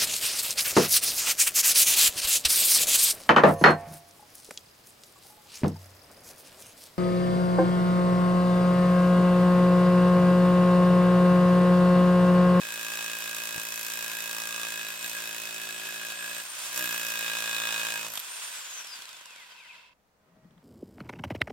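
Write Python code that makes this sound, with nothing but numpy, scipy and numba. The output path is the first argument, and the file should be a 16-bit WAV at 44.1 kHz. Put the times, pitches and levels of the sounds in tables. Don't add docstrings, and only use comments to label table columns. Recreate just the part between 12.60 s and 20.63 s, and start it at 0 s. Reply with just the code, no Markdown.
import sys
import numpy as np
from scipy import signal
from scipy.fft import rfft, irfft, next_fast_len
from scipy.io import wavfile
from scipy.ndimage import uniform_filter1d
from numba import njit

SR = 44100
rng = np.random.default_rng(int(sys.argv[2]) if len(sys.argv) > 2 else 0)


def ratio_of_db(decibels):
    return 10 ** (np.asarray(decibels, float) / 20)


def unload_wav(signal):
    wavfile.write(
        sys.argv[1],
        SR,
        np.round(np.clip(np.atleast_2d(signal).T, -1, 1) * 32767).astype(np.int16),
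    )


N = 354123
T, SIZE = np.arange(N) / SR, next_fast_len(N)
HZ = np.maximum(np.arange(SIZE // 2 + 1) * SR / SIZE, 1)


def curves(rows):
    s, *columns = np.transpose(rows)
    return [np.interp(T, s, c) for c in columns]


def over_hz(points):
    hz, value = np.transpose(points)
    return np.interp(np.log(HZ), np.log(np.maximum(hz, 1)), value)


def unit(x):
    return x / np.sqrt(np.mean(x ** 2))


def walk(rate):
    k = int(SR / rate)
    held = np.repeat(rng.standard_normal(N // k + 1), k)
    return 0.855 * uniform_filter1d(held, k)[:N]


def bump(s, length):
    out = np.zeros(N)
    span = slice(max(int((s - length / 2) * SR), 0), int((s + length / 2) * SR))
    out[span] = np.cos(np.pi * (T[span] - s) / length) ** 2
    return out


def step(s, length):
    return np.clip((T - s) / length + .5, 0, 1)


def peaks(table):
    return np.prod([1 + (ratio_of_db(db) - 1) / (1 + (2 * (HZ - hz) / width) ** 2)
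                    for hz, width, db in table], axis=0)


def fade(x, t60, rise=0.00055):
    p, q = np.exp(-np.log(1000) / (t60 * SR)), np.exp(-1 / (rise * SR))
    return signal.lfilter([1 - q], [1, -q], signal.lfilter([1], [1, -p], x))


# (frequency [Hz], share [0-1])
LIKENESS = [(30, 0.3), (70, 0.8), (200, 0.9), (600, 0.84), (1500, 0.37), (4000, 0.3), (15000, 0.56)]
# (frequency [Hz], phase [rad])
PORT_LEAD = [(0, 0), (260, 0.1), (1890, -0.9), (2330, -0.6), (2580, 1.1), (2840, -0.2), (4130, 0.1),
             (5680, 1.2), (6120, 3.4), (6550, 2.2), (12100, 1.0), (13400, 0.9), (13700, 2.4), (16200, 3.0)]
# (frequency [Hz], left minus right [dB])
PORT_BALANCE = [(60, 0.0), (110, 1.5), (200, 1.5), (380, 2.0), (700, 1.0), (1290, 2.5), (2380, -3.0),
                (4400, -1.0), (8120, -2.2), (15000, -1.0)]


def ports(gate, gain, clean=0, near=1):
    same, other = rfft(gate * rng.standard_normal((2, N)), SIZE)
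    alike = np.clip(over_hz(LIKENESS), 0, 1) * near
    same = same + rfft(clean + 0 * T, SIZE)
    right = alike * same * np.exp(-1j * over_hz(PORT_LEAD)) + np.sqrt(1 - alike ** 2) * other
    balance = ratio_of_db(over_hz(PORT_BALANCE) / 2)
    return irfft(np.array([same * balance, right / balance]) * gain, SIZE)[:, :N]


@njit
def resonate(x, hz, keep, sr):
    out, z, turn, last = np.empty(len(x), np.complex128), 0j, 0j, -1.
    for i in range(len(x)):
        if hz[i] != last:
            turn, last = np.exp(2j * np.pi * hz[i] / sr), hz[i]
        z = z * keep[i] * turn + x[i]
        out[i] = z
    return out


def mode(x, hz, t60, pan_db, lead, kept=1):
    keep = np.exp(-np.log(1000) / (t60 * SR)) * np.where(x != 0, np.clip(kept, 0, 1), 1.)
    z = resonate(x + 1e-18, hz + 0 * T, keep, 1. * SR)
    return np.array([z.imag * ratio_of_db(pan_db / 2), (z * np.exp(-1j * lead)).imag * ratio_of_db(-pan_db / 2)])


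# (time [s], speed [turns/s])
WORK = [(0.0, 55.99), (1.685, 56.0), (2.017, 56.28), (2.301, 54.66), (2.416, 57.97), (2.582, 56.07),
        (3.042, 55.02), (3.403, 55.84), (3.612, 57.5), (3.781, 57.01), (3.95, 61.58), (4.155, 63.0),
        (4.325, 57.38), (4.516, 56.12), (4.996, 56.29), (5.547, 55.45), (5.764, 61.47), (5.848, 62.45)]
OFF_S, DRAG_PER_S, FRICTION_TURNS = 5.848, .8, 27
FIRST_TURN = .207


def crank():
    top = WORK[-1][1] + FRICTION_TURNS
    coast = np.maximum(top * np.exp(-DRAG_PER_S * (T - OFF_S)) - FRICTION_TURNS, .2)
    return np.where(T < OFF_S, curves(WORK)[0], coast)


def turns(speed, lag=0):
    return np.flatnonzero(np.diff(np.floor(np.cumsum(speed) / SR + FIRST_TURN - lag)) > 0)


def luck(at, count):
    return np.clip(rng.standard_normal((count, len(at))), -1.55, 1.55)


def train(at, lag_s, size):
    x = np.zeros(N + SR)
    x[at + (np.asarray(lag_s) * SR).astype(int)] = size
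    return x[:N]


# (time [s], blow [dB], tip grip [-1 skating to 1 seated], chisel ring [dB])
PUSH = [(0, -45.5, 0.09, -45), (.3, -41, 0.92, -44), (.62, -42, 0.58, -44), (.75, -42, 0.53, -44.5),
        (1.25, -40.5, -0.44, -48.5), (1.6, -42.5, -0.53, -45), (1.78, -39, 1.1, -45),
        (2.05, -41.5, 1.1, -43.5), (2.3, -46.5, -1, -45), (2.77, -42, -0.1, -46), (3.25, -50, -1.3, -46.5),
        (3.8, -45.5, -0.32, -46.5), (3.87, -50.5, 1.5, -67), (4.1, -51, 1.6, -54.5),
        (4.15, -42.5, 0.37, -48.5), (4.22, -40.5, -0.26, -39.5), (4.5, -39, 0.21, -43.5),
        (5.11, -40, 0.94, -39), (5.53, -43.5, 1.2, -42)]
# (time [s], length [s], blow [dB], ring [dB], grip change)
SLIPS = [(0.602, 0.12, -2.5, -3, -1.2), (0.983, 0.13, 1, 2.5, 0.1), (1.41, 0.38, 1, 2, 0.53),
         (1.888, 0.26, -1.5, -1, -0.41), (2.38, 0.16, -6, -5.5, .1), (2.446, 0.067, 5, 2.5, 1.1),
         (2.496, 0.029, 4.5, -3, 0.51), (3.105, 0.097, 1.5, 0.5, -0.52), (3.464, .04, 6, -0.5, 1.4),
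         (3.564, 0.15, -12, -3, -.5), (4.178, 0.091, 7.5, 2.5, 0.18), (4.662, 0.4, -3, 2, 0.25),
         (5.468, 0.091, -0.5, 2, 1.6), (5.52, 0.14, -3, -5, -2.1)]


def lean():
    blow_db, grip, ring_db = curves(PUSH)
    for s, length, db, more_db, seat in SLIPS:
        hump = bump(s, length)
        blow_db = blow_db + db * hump
        ring_db = ring_db + more_db * hump
        grip = grip + seat * hump
    return blow_db, grip, ring_db


def blow_gate(at):
    chance = luck(at, 5)
    striker = fade(train(at, 0, ratio_of_db(4.2 * chance[0])), 0.0033)
    tip_lag_s = 0.0016 + 0.00017 * np.abs(chance[1])
    tip = fade(train(at, tip_lag_s, 1.86 * ratio_of_db(1.6 * chance[2])), 0.0023)
    grit = fade(train(at, 0.00076, 0.21), 0.077)
    rebound = fade(train(at, 0.0182 + 0.0008 * chance[3], 0.18 * ratio_of_db(2.1 * chance[4])), 0.0032)
    return striker + tip + grit + rebound


# (frequency [Hz], level [dB per Hz])
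CRACK = [(300, -25), (700, -14.5), (1200, -13), (2000, 0), (3000, -27), (4000, -8), (6000, 1.5), (9000, -3),
         (12000, -6.5), (16000, -2)]


def crack(gate, blow_db):
    colour = ratio_of_db(over_hz(CRACK)) / (1 + (1450 / HZ) ** 6)
    return unit(ports(gate, colour)) * ratio_of_db(blow_db + 1.5)


# (frequency [Hz], width [Hz], level [dB])
TIP = [(12200, 480, 30), (13450, 800, 28), (11470, 500, 22)]
SHADE_S, SHADE_LENGTH_S, SHADE_DB = 3.14, 2.2, -7


def tip_zing(at, gate, zing_db):
    long_gate = gate + fade(train(at, 0, 0.31), 0.019)
    zing = unit(ports(long_gate, peaks(TIP) - 1)) * ratio_of_db(zing_db - 2.0 + 2.0 * walk(5.6))
    landed = unit(ports(gate, peaks(TIP[1:2]) - 1)) * ratio_of_db(zing_db - 4.0) * bump(4.3, 0.68)
    return zing + landed


# (frequency [Hz], level [dB], t60 [s], left minus right [dB])
CHISEL = [(1760, -5, 0.014, -6), (1433, -12.5, 0.044, -8), (2420, -19, 0.08, -18), (2857, -3.5, 0.031, 2),
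          (3803, -10, 0.059, 3), (7580, -8, 0.0086, -25.5), (2674, -27, 0.061, -3), (3544, -12, 0.14, -4.5)]
# (time [s], length [s], level [dB])
CHOKES = [(2.36, .06, -3.5), (2.405, .08, -4.5), (2.503, 0.071, -18), (2.562, .09, 3.5),
          (2.664, 0.044, -6.5), (2.783, 0.22, -4), (2.84, 0.054, -13), (2.913, 0.033, -18),
          (2.978, 0.09, -6), (3.076, 0.041, -15), (3.124, .05, -16), (3.19, 0.07, -7), (3.1, .04, 5),
          (3.258, 0.035, -10.5), (3.286, .06, 3), (3.335, .04, -7), (3.407, .05, 2), (3.386, 0.036, -6),
          (3.485, 0.043, -7), (3.57, .05, -3), (3.64, .06, 1.5), (3.7, 0.033, -8), (3.763, 0.1, -3)]
RING_HZ, RING_DRIFT = 1636, .0015
RING_KEPT, SLANT_KEPT, SLANT_HZ = 0.17, .03, 10
SLANT_RING_DB = 3
CRACKED_S, CRACKED_DB, GRIT_SCATTER = 5.39, -12, .25


def chisel_ring(at, ring_db):
    bite_db = ring_db + 46
    chance = luck(at, 3 + len(CHISEL))
    high_db = -1.5 - 0.16 * bite_db + 0.5 * walk(11)
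    low_hz = RING_HZ * (1 + RING_DRIFT * walk(4.8))
    choke_db = sum(db * bump(*at_s) for *at_s, db in CHOKES)
    slant = bump(3.14, 1.6)
    low_push = train(at, 0.00239, (1 + 0.2 * chance[0]) * ratio_of_db(0.196 * choke_db[at]))
    low_hz = low_hz * (1 + 0.0006 * walk(26)) + SLANT_HZ * slant
    ring = mode(low_push, low_hz, 0.13 + .05 * slant, 3.8, -1.14, RING_KEPT + SLANT_KEPT * slant)
    slant_db = SLANT_RING_DB * bump(3.61, 0.88)
    ring = ring * ratio_of_db(choke_db + slant_db + CRACKED_DB * step(CRACKED_S, .04))
    high_push = train(at, 0.00128 + .00004 * chance[2], 1 + 0.16 * chance[1])
    high_hz = (2553 - 17 * step(4.6, 0.41)) * (1 + 0.0036 * walk(9))
    ring += ratio_of_db(high_db) * 1.7 * mode(high_push, high_hz, 0.064, -4.5, 1.31, 0.3)
    for k, (hz, db, t60, pan_db) in enumerate(CHISEL):
        push = train(at, 0.001313, 1 + GRIT_SCATTER * chance[3 + k])
        lesser_db = db + 4.5 + .5 * (ring_db + 31.5)
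        ring += ratio_of_db(lesser_db) * mode(push, hz, t60, pan_db, 6.1 * np.sin(3.098 * k))
    return unit(ring) * ratio_of_db(ring_db + 4.5 - 9.2 * step(CRACKED_S + 0.053, 0.068))


CHUCK_TAIL, CHUCK_TAIL_S = .13, .06


def chuck(at, gate, ring_db):
    gate = gate + fade(train(at, 0, CHUCK_TAIL), CHUCK_TAIL_S)
    colour = 1 / (1 + ((HZ - 3750) / 380) ** 4)
    level_db = ring_db - 4.8 - 11.0 * step(CRACKED_S - .04, 0.13)
    level_db += 2.4 * bump(4.98, 0.88) - 4.8 * bump(4.32, 0.59)
    return unit(ports(gate, colour)) * ratio_of_db(level_db)


# (frequency [Hz], level [dB], t60 [s], share of piston puff [0-1])
STONE = [(111.7, 19.5, 0.04, 0.65), (168, 5, 0.0028, 0.99), (215.3, 10.5, 0.088, 0.84), (313, 0.5, 0.12, 1),
         (373.7, 13, 0.046, 0.18), (507, 3.5, 0.068, 1), (571, 3, 0.27, 0.048), (617, 11.5, 0.074, 0.09),
         (702.6, 16.5, 0.034, 0.12)]
# (slanted [dB], idling [dB], upright [dB])
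STONE_TILT = [(1, -8, 1), (-3, 1.5, -6), (0.5, -11.5, -2.5), (0.5, 6, -6), (4, -9.5, -9), (-1.5, -4.5, 1.5),
              (2, -9, -5.5), (1, 1, -0.5), (1, 1, 1.5)]
LANDING_DB = [-14, -5, -5, 7, -3, 6, 7, 7, 0]


def stone_thump(at, thump_db):
    chance = luck(at, len(STONE))
    tilt = np.array([bump(3.1, 1.7), bump(4.0, 0.62), step(4.63, .6)])
    thump = 0
    for k, (hz, db, t60, puff) in enumerate(STONE):
        blow = train(at, 0.0012, (1 - puff) * (1 + hz / 3000 * chance[k]))
        push = blow - train(at, 0.00961, puff)
        push[at] += (hz > 450) * 1.1 * bump(3.62, .6)[at] * chance[k]
        level_db = db + np.dot(STONE_TILT[k], tilt) + LANDING_DB[k] * bump(4.23, 0.24)
        thump = thump + ratio_of_db(level_db) * mode(push, hz, t60, 2.5 - hz / 300, 0.24 + hz / 2500)
    return unit(thump) * ratio_of_db(thump_db - 1.1)


# (frequency [Hz], level [dB], t60 [s], change once wedged [dB])
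SLAB = [(950, -4.5, 0.22, 10), (1188, 11, 0.11, -14.5), (1124, -1, 0.2, 7.5), (1233, 0, 0.17, 1.5),
        (1070, -6, 0.14, 5.5), (843, -5.5, 0.11, 4), (790, -10, 0.12, 3), (1354, -3.5, 0.14, 7)]


def slab_knock(at, gate, knock_db):
    chance = luck(at, len(SLAB))
    knock = 0
    for k, (hz, db, t60, wedged_db) in enumerate(SLAB):
        push = train(at, 0.0011, 1 + 0.26 * chance[k])
        knock = knock + ratio_of_db(db + wedged_db * bump(5.14, 0.91)) * mode(push, hz, t60, 0.8, -0.2)
    dull = unit(ports(gate, 1 / (1 + ((HZ - 1050) / 350) ** 4)))
    return (unit(knock) + 0.6 * dull) * ratio_of_db(knock_db - 12.0)


def hammer(speed):
    at = turns(speed)
    at = at[T[at] < PUSH[-1][0]]
    blow_db, grip, ring_db = lean()
    force_db, bite_db = blow_db + 43, ring_db + 46
    thump_db = -53.0 + 0.083 * force_db + 0.55 * bite_db
    zing_db = -47 + 0.66 * force_db - 6 * grip + SHADE_DB * bump(SHADE_S, SHADE_LENGTH_S)
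    knock_db = -50.5 + 1.05 * force_db + 7 * grip - 10 * bump(3.0, 1.4)
    gate = blow_gate(at)
    steel = crack(gate, blow_db) + tip_zing(at, gate, zing_db)
    steel = steel + chisel_ring(at, ring_db) + chuck(at, gate, ring_db)
    return steel + stone_thump(at, thump_db) + slab_knock(at, gate, knock_db)


# (speed [turns/s], roar [dB], brush rattle [dB])
RUNDOWN = [(0.2, -27, -5), (1.78, -15, 3), (4.0, -13, 8.5), (10.4, -11.5, 4), (17.8, -9.5, 3),
           (30.7, -5, -3), (45.5, -2, -11), (60.7, 0.5, -3)]
# (speed [turns/s], level [dB])
WHINE = [(.2, -99), (2, -68), (5, -58), (10, -59), (16, -69), (26, -64), (34, -59), (42, -64), (63, -60)]
# (time [s], length [s], whine [dB])
COVERS = [(1.1, 1.6, -3), (2.77, 0.38, -24), (3.02, 0.2, 0), (3.27, 0.25, -6), (3.528, .06, -5),
          (3.74, .2, 0), (4.06, 0.2, 0), (3.867, .12, 1.5), (3.964, 0.065, -4), (6.0, 0.16, 4.5),
          (6.245, 0.083, -2), (6.33, .14, -1), (6.4, 0.05, -5), (6.19, .07, 3), (6.55, .07, 6),
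          (7.1, .08, 2.5), (7.17, .05, -5), (6.93, .04, 3), (6.49, .05, -6), (6.63, .09, -10),
          (6.75, 0.069, -9), (6.79, 0.031, 6), (6.875, 0.11, -8), (6.956, .04, -8), (7.05, .04, -5),
          (7.112, .06, 2)]
LOUDER_S, LOUDER_DB, LOUDER_RISE_S = 4.17, 3.5, 0.1
AWAY_S, AWAY_DB, BACK_S = 5.4, -5, 5.74
ROAR_DB, RATTLE_DB, RATTLE_DB_PER_TURN = -42, -54.5, -1.23
SLANT_WHINE_DB, SLANT_RATTLE_DB = 3.5, -21


def motor_levels(speed):
    facing_db = LOUDER_DB * step(LOUDER_S, LOUDER_RISE_S)
    facing_db += AWAY_DB * step(AWAY_S, 0.28) + 2.67 * step(BACK_S, 0.11)
    extra_turns = np.where(T < OFF_S, speed, WORK[-1][1]) - 56
    rate, *down = np.transpose(RUNDOWN)
    roar_down, rattle_down = [np.interp(speed, rate, d) * (T > OFF_S) for d in down]
    roar_db = ROAR_DB + facing_db + roar_down
    whine_db = np.interp(speed, *np.transpose(WHINE))
    whine_db = whine_db + SLANT_WHINE_DB * bump(SHADE_S, SHADE_LENGTH_S)
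    whine_db += sum(db * bump(*at_s) for *at_s, db in COVERS)
    rattle_db = RATTLE_DB + 0.51 * facing_db + RATTLE_DB_PER_TURN * extra_turns
    rattle_db += rattle_down + SLANT_RATTLE_DB * bump(3.16, 1.4)
    return roar_db, whine_db, rattle_db


# (frequency [Hz], level [dB per Hz])
ROAR = [(59, -64.5), (100, -25.5), (193, -23.5), (330, -18.5), (620, -9), (925, -9), (1500, -2), (1980, -5),
        (2900, -0.5), (7530, 0), (8920, -5), (15800, -13)]
# (frequency [Hz], width [Hz], level [dB])
HOUSING = [(1008, 186, 7), (1546, 260, 5), (2020, 260, 2.5), (2570, 340, 4.5), (3420, 530, 4),
           (4800, 870, 2)]
RACE_DB = 2.5


def fan_roar(speed, roar_db):
    flutter = ratio_of_db(1.12 * walk(500) + 1.35 * walk(40))
    colour = ratio_of_db(over_hz(ROAR))
    treble = 1 / (1 + (4500 / HZ) ** 4)
    racing = bump(4.05, 0.27)
    body = ports(flutter, colour * peaks(HOUSING) * (1 - treble))
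    hiss = ports(flutter, colour * treble) * (speed / 60) ** 0.5 * ratio_of_db(RACE_DB * racing)
    return unit(body + hiss) * ratio_of_db(roar_db + 1.75 + 2.2 * racing)


# (frequency [Hz], width [Hz], level [dB])
CRAWL = [(973, 120, 8), (1540, 300, 1.5), (2140, 200, 5.5), (2620, 260, 9.5), (3140, 200, 3)]
CRAWL_TURNS = 14


def brush_rattle(speed, bar, rattle_db):
    sparks = ratio_of_db(2.0 * walk(900) + 0.95 * walk(30)) * (1 + .5 * np.cos(2 * np.pi * bar))
    slow = 1 / (1 + (speed / CRAWL_TURNS) ** 4)
    running = unit(ports(sparks, np.maximum(peaks(HOUSING) - 1, 0) ** 1.46))
    crawling = unit(ports(sparks, (peaks(CRAWL) - 1) ** 1.3))
    return (running * np.sqrt(1 - slow) + crawling * np.sqrt(slow)) * ratio_of_db(rattle_db)


# (frequency [Hz], width [Hz], level [dB])
VENTS = [(2040, 150, 11), (2480, 300, 14.5), (3150, 130, 9.5), (3700, 120, 5), (4380, 180, 4),
         (4880, 160, 11), (6300, 880, 17), (9000, 1140, 12)]
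COILS, WOBBLE = 14, .28


def commutator_whine(bar_hz, bar, whine_db):
    patchy_db = np.where(T < OFF_S, 4., 3.5)
    whine = 0
    for k, db in enumerate([7, -1.5, -4, -10, -17], 1):
        level_db = db + patchy_db * np.minimum(0.23 * walk(30) + 1.1 * walk(70), .7)
        dulling = 1 + (k > 1) * (k * bar_hz / 5200) ** 5
        whine = whine + ratio_of_db(level_db) / dulling * np.sin(2 * np.pi * k * bar)
    whine *= 1 + WOBBLE * (1 + .6 * walk(12)) * np.cos(2 * np.pi * bar / COILS)
    return ports(0, peaks(VENTS) / (1 + (1900 / HZ) ** 16), whine) * ratio_of_db(whine_db)


BARS = 145.6
HUM_DB = -66


def motor(speed):
    roar_db, whine_db, rattle_db = motor_levels(speed)
    bar_hz = uniform_filter1d(speed, size=SR // 12) * BARS
    bar = np.cumsum(bar_hz * (1 + .0033 * walk(150))) / SR
    unloaded = np.clip((speed - 57) / 5, 0, 1)
    hum = ratio_of_db(HUM_DB + 3.0 * walk(15)) * unloaded * np.sin(2 * np.pi * bar / COILS)
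    whine = commutator_whine(bar_hz, bar, whine_db)
    return fan_roar(speed, roar_db) + whine + brush_rattle(speed, bar, rattle_db) + hum


# (frequency [Hz], level [dB per Hz])
YARD = [(100, -9.5), (200, -2), (350, -11.5), (500, -4), (1000, -8.5), (1600, -11.5), (3000, -19.5),
        (6000, -22), (11000, -27), (15800, -24)]
# (time [s], level [dB])
WIND = [(0, -71), (.7, -76), (3.4, -79), (4.2, -71), (5.4, -83), (6.2, -100), (6.95, -93), (7.07, -77.5),
        (8.03, -74)]
YARD_DB = -69.5
BUMP_S, BUMP_DB, BUMP_LENGTH_S = .96, 3, .2


def yard():
    rumble = 1 / (1 + (HZ / 75) ** 4) / (1 + (45 / HZ) ** 3)
    wind_db = curves(WIND)[0] - 5.5 + BUMP_DB * bump(BUMP_S, BUMP_LENGTH_S)
    wind = unit(ports(1, rumble)) * ratio_of_db(wind_db)
    recover_db = np.interp(T, [6.0, 7.5, 8.03], [-6, 0, 3])
    hiss = unit(ports(ratio_of_db(0.58 * walk(2.8)), ratio_of_db(over_hz(YARD)), near=1 / (1 + HZ / 1500)))
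    return hiss * ratio_of_db(YARD_DB + recover_db) + wind


# (time [s], peak level [dB], frequency [Hz])
KNOCKS = [
    (0.958, -32.5, 150),
    (0.978, -29.5, 186),
]


def cable():
    out = 0
    for s, peak_db, hz in KNOCKS:
        hit = fade(1. * (np.arange(N) == int(s * SR)), 0.0012, .0001)
        stand = [(hz, .06, .025), (330, .06, .012), (450, .04, .02), (750, .12, .007), (1020, .08, .012)]
        out = out + ratio_of_db(peak_db) * sum(gain * mode(hit, f, t60, 1.7, 1.0) for f, gain, t60 in stand)
    return signal.sosfilt(signal.butter(2, 65, "high", fs=SR, output="sos"), out)


# (time [s], peak level [dB], lows [dB], zing [dB], mids [dB])
TICKS = [(3.836, -28, -8, 0, -9), (4.129, -24.5, -7, -2, -4), (5.536, -21.5, -4, 5.5, -14),
         (5.554, -19.5, -9, 2, -5), (5.5738, -14, -11, -5, -2), (5.593, -22, -22, 3, -11),
         (5.598, -23.5, -17, 5, 0), (6.786, -48, 5, -22, -4), (7.398, -70, 8, -10, 4),
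         (7.474, -66, -6, 0, -6), (7.845, -64, 4, -10, 2), (7.9074, -55, 3, -25, 3),
         (7.9774, -64, 17, -14, 13)]
# (time [s], peak level [dB], lows [dB])
SLAPS = [(6.245, -34, -13), (6.2704, -32, -15), (6.3274, -42, -13), (6.3562, -37, -17), (6.3884, -38, -5.5),
         (6.42, -33, -18), (6.454, -35, -12), (6.4901, -34.5, -13), (6.5286, -35, -12), (6.567, -37, -11),
         (6.61, -40, -7), (6.6566, -34, -15), (6.706, -42, -8), (6.7598, -39, -10), (6.9192, -46, -5),
         (7.0364, -50, -8)]
SLAP_DB = 8


def ticks():
    slaps = [(s, db + SLAP_DB, low + 3, -17, -8) for s, db, low in SLAPS]
    gates, out = np.zeros((4, N)), 0
    for s, peak_db, low_db, zing_db, mid_db in TICKS + slaps:
        gates[:, int(s * SR)] = ratio_of_db(peak_db + np.array([0, low_db, zing_db, mid_db]))
    bands = [(6500, 3800, .014), (1296, 900, .022), (12400, 1700, .016), (3300, 600, .018)]
    for gate, (hz, width, t60) in zip(gates, bands):
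        colour = np.sqrt(SR / width / 8) / (1 + ((HZ - hz) / width) ** 4)
        out = out + ports(fade(gate, t60, .0008), colour) * 0.48
    return out


# (time [s], level [dB])
SCRAPE = [
    (7.55, -89),
    (7.766, -63),
    (7.814, -68),
    (7.856, -56),
    (7.874, -64),
    (7.918, -58),
    (7.96, -60.5),
    (7.996, -62),
    (8.03, -68),
]
# (frequency [Hz], level [dB])
SQUEAL = [(634, 8), (1268, -2), (1902, -2)]


def scrape():
    board_db = curves(SCRAPE)[0]
    squeal_db, grit_db = -78.5 + .35 * (board_db + 62), -81 + 4 * walk(22)
    on = np.clip((T - SCRAPE[0][0]) / 0.059, 0, 1)
    board = unit(mode(np.diff(rng.standard_normal(N + 1)), 170, 0.045, 2.7, .1))
    dull = signal.butter(2, 350, fs=SR, output="sos")
    board = unit(signal.sosfilt(dull, board)) * ratio_of_db(board_db)
    grit_colour = 1 / (1 + (HZ / 2500) ** 2) / (1 + (220 / HZ) ** 4) / np.sqrt(HZ)
    grit = unit(ports(ratio_of_db(2.0 * walk(60)), grit_colour))
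    grit = grit * ratio_of_db(grit_db + 6.5 + 4.0 * step(7.75, .3))
    cycles = np.cumsum(1 + 0.0043 * walk(23)) / SR
    squeal = sum(ratio_of_db(db + 3.9 * walk(17)) * np.sin(2 * np.pi * hz * cycles) for hz, db in SQUEAL)
    squeal = squeal * ratio_of_db(squeal_db + 0.5) * np.clip((7.95 - T) / 0.12, 0, 1)
    return on * (board + grit + squeal)


def scene():
    speed = crank()
    near = hammer(speed) + motor(speed) * (speed > .2) + ticks()
    near = signal.sosfilt(signal.butter(6, 95, "high", fs=SR, output="sos"), near)
    dying = np.exp(-np.log(1000) * np.arange(6000) / (.15 * SR))
    tail = np.diff(rng.standard_normal((2, 6001))) * dying
    echo = ratio_of_db(-36.5) * signal.fftconvolve(near, tail, axes=1)[:, :N]
    return near + echo + cable() + scrape() + yard()


def roll_off(x):
    return signal.sosfilt(signal.butter(12, 16640, fs=SR, output="sos"), x)


def record(dry):
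    low_pass = signal.ellip(10, .2, 80, 15830, fs=SR, output="sos")
    mix = signal.sosfilt(low_pass, dry)
    return roll_off(mix)


dry = scene()
out = record(dry)
unload_wav(out)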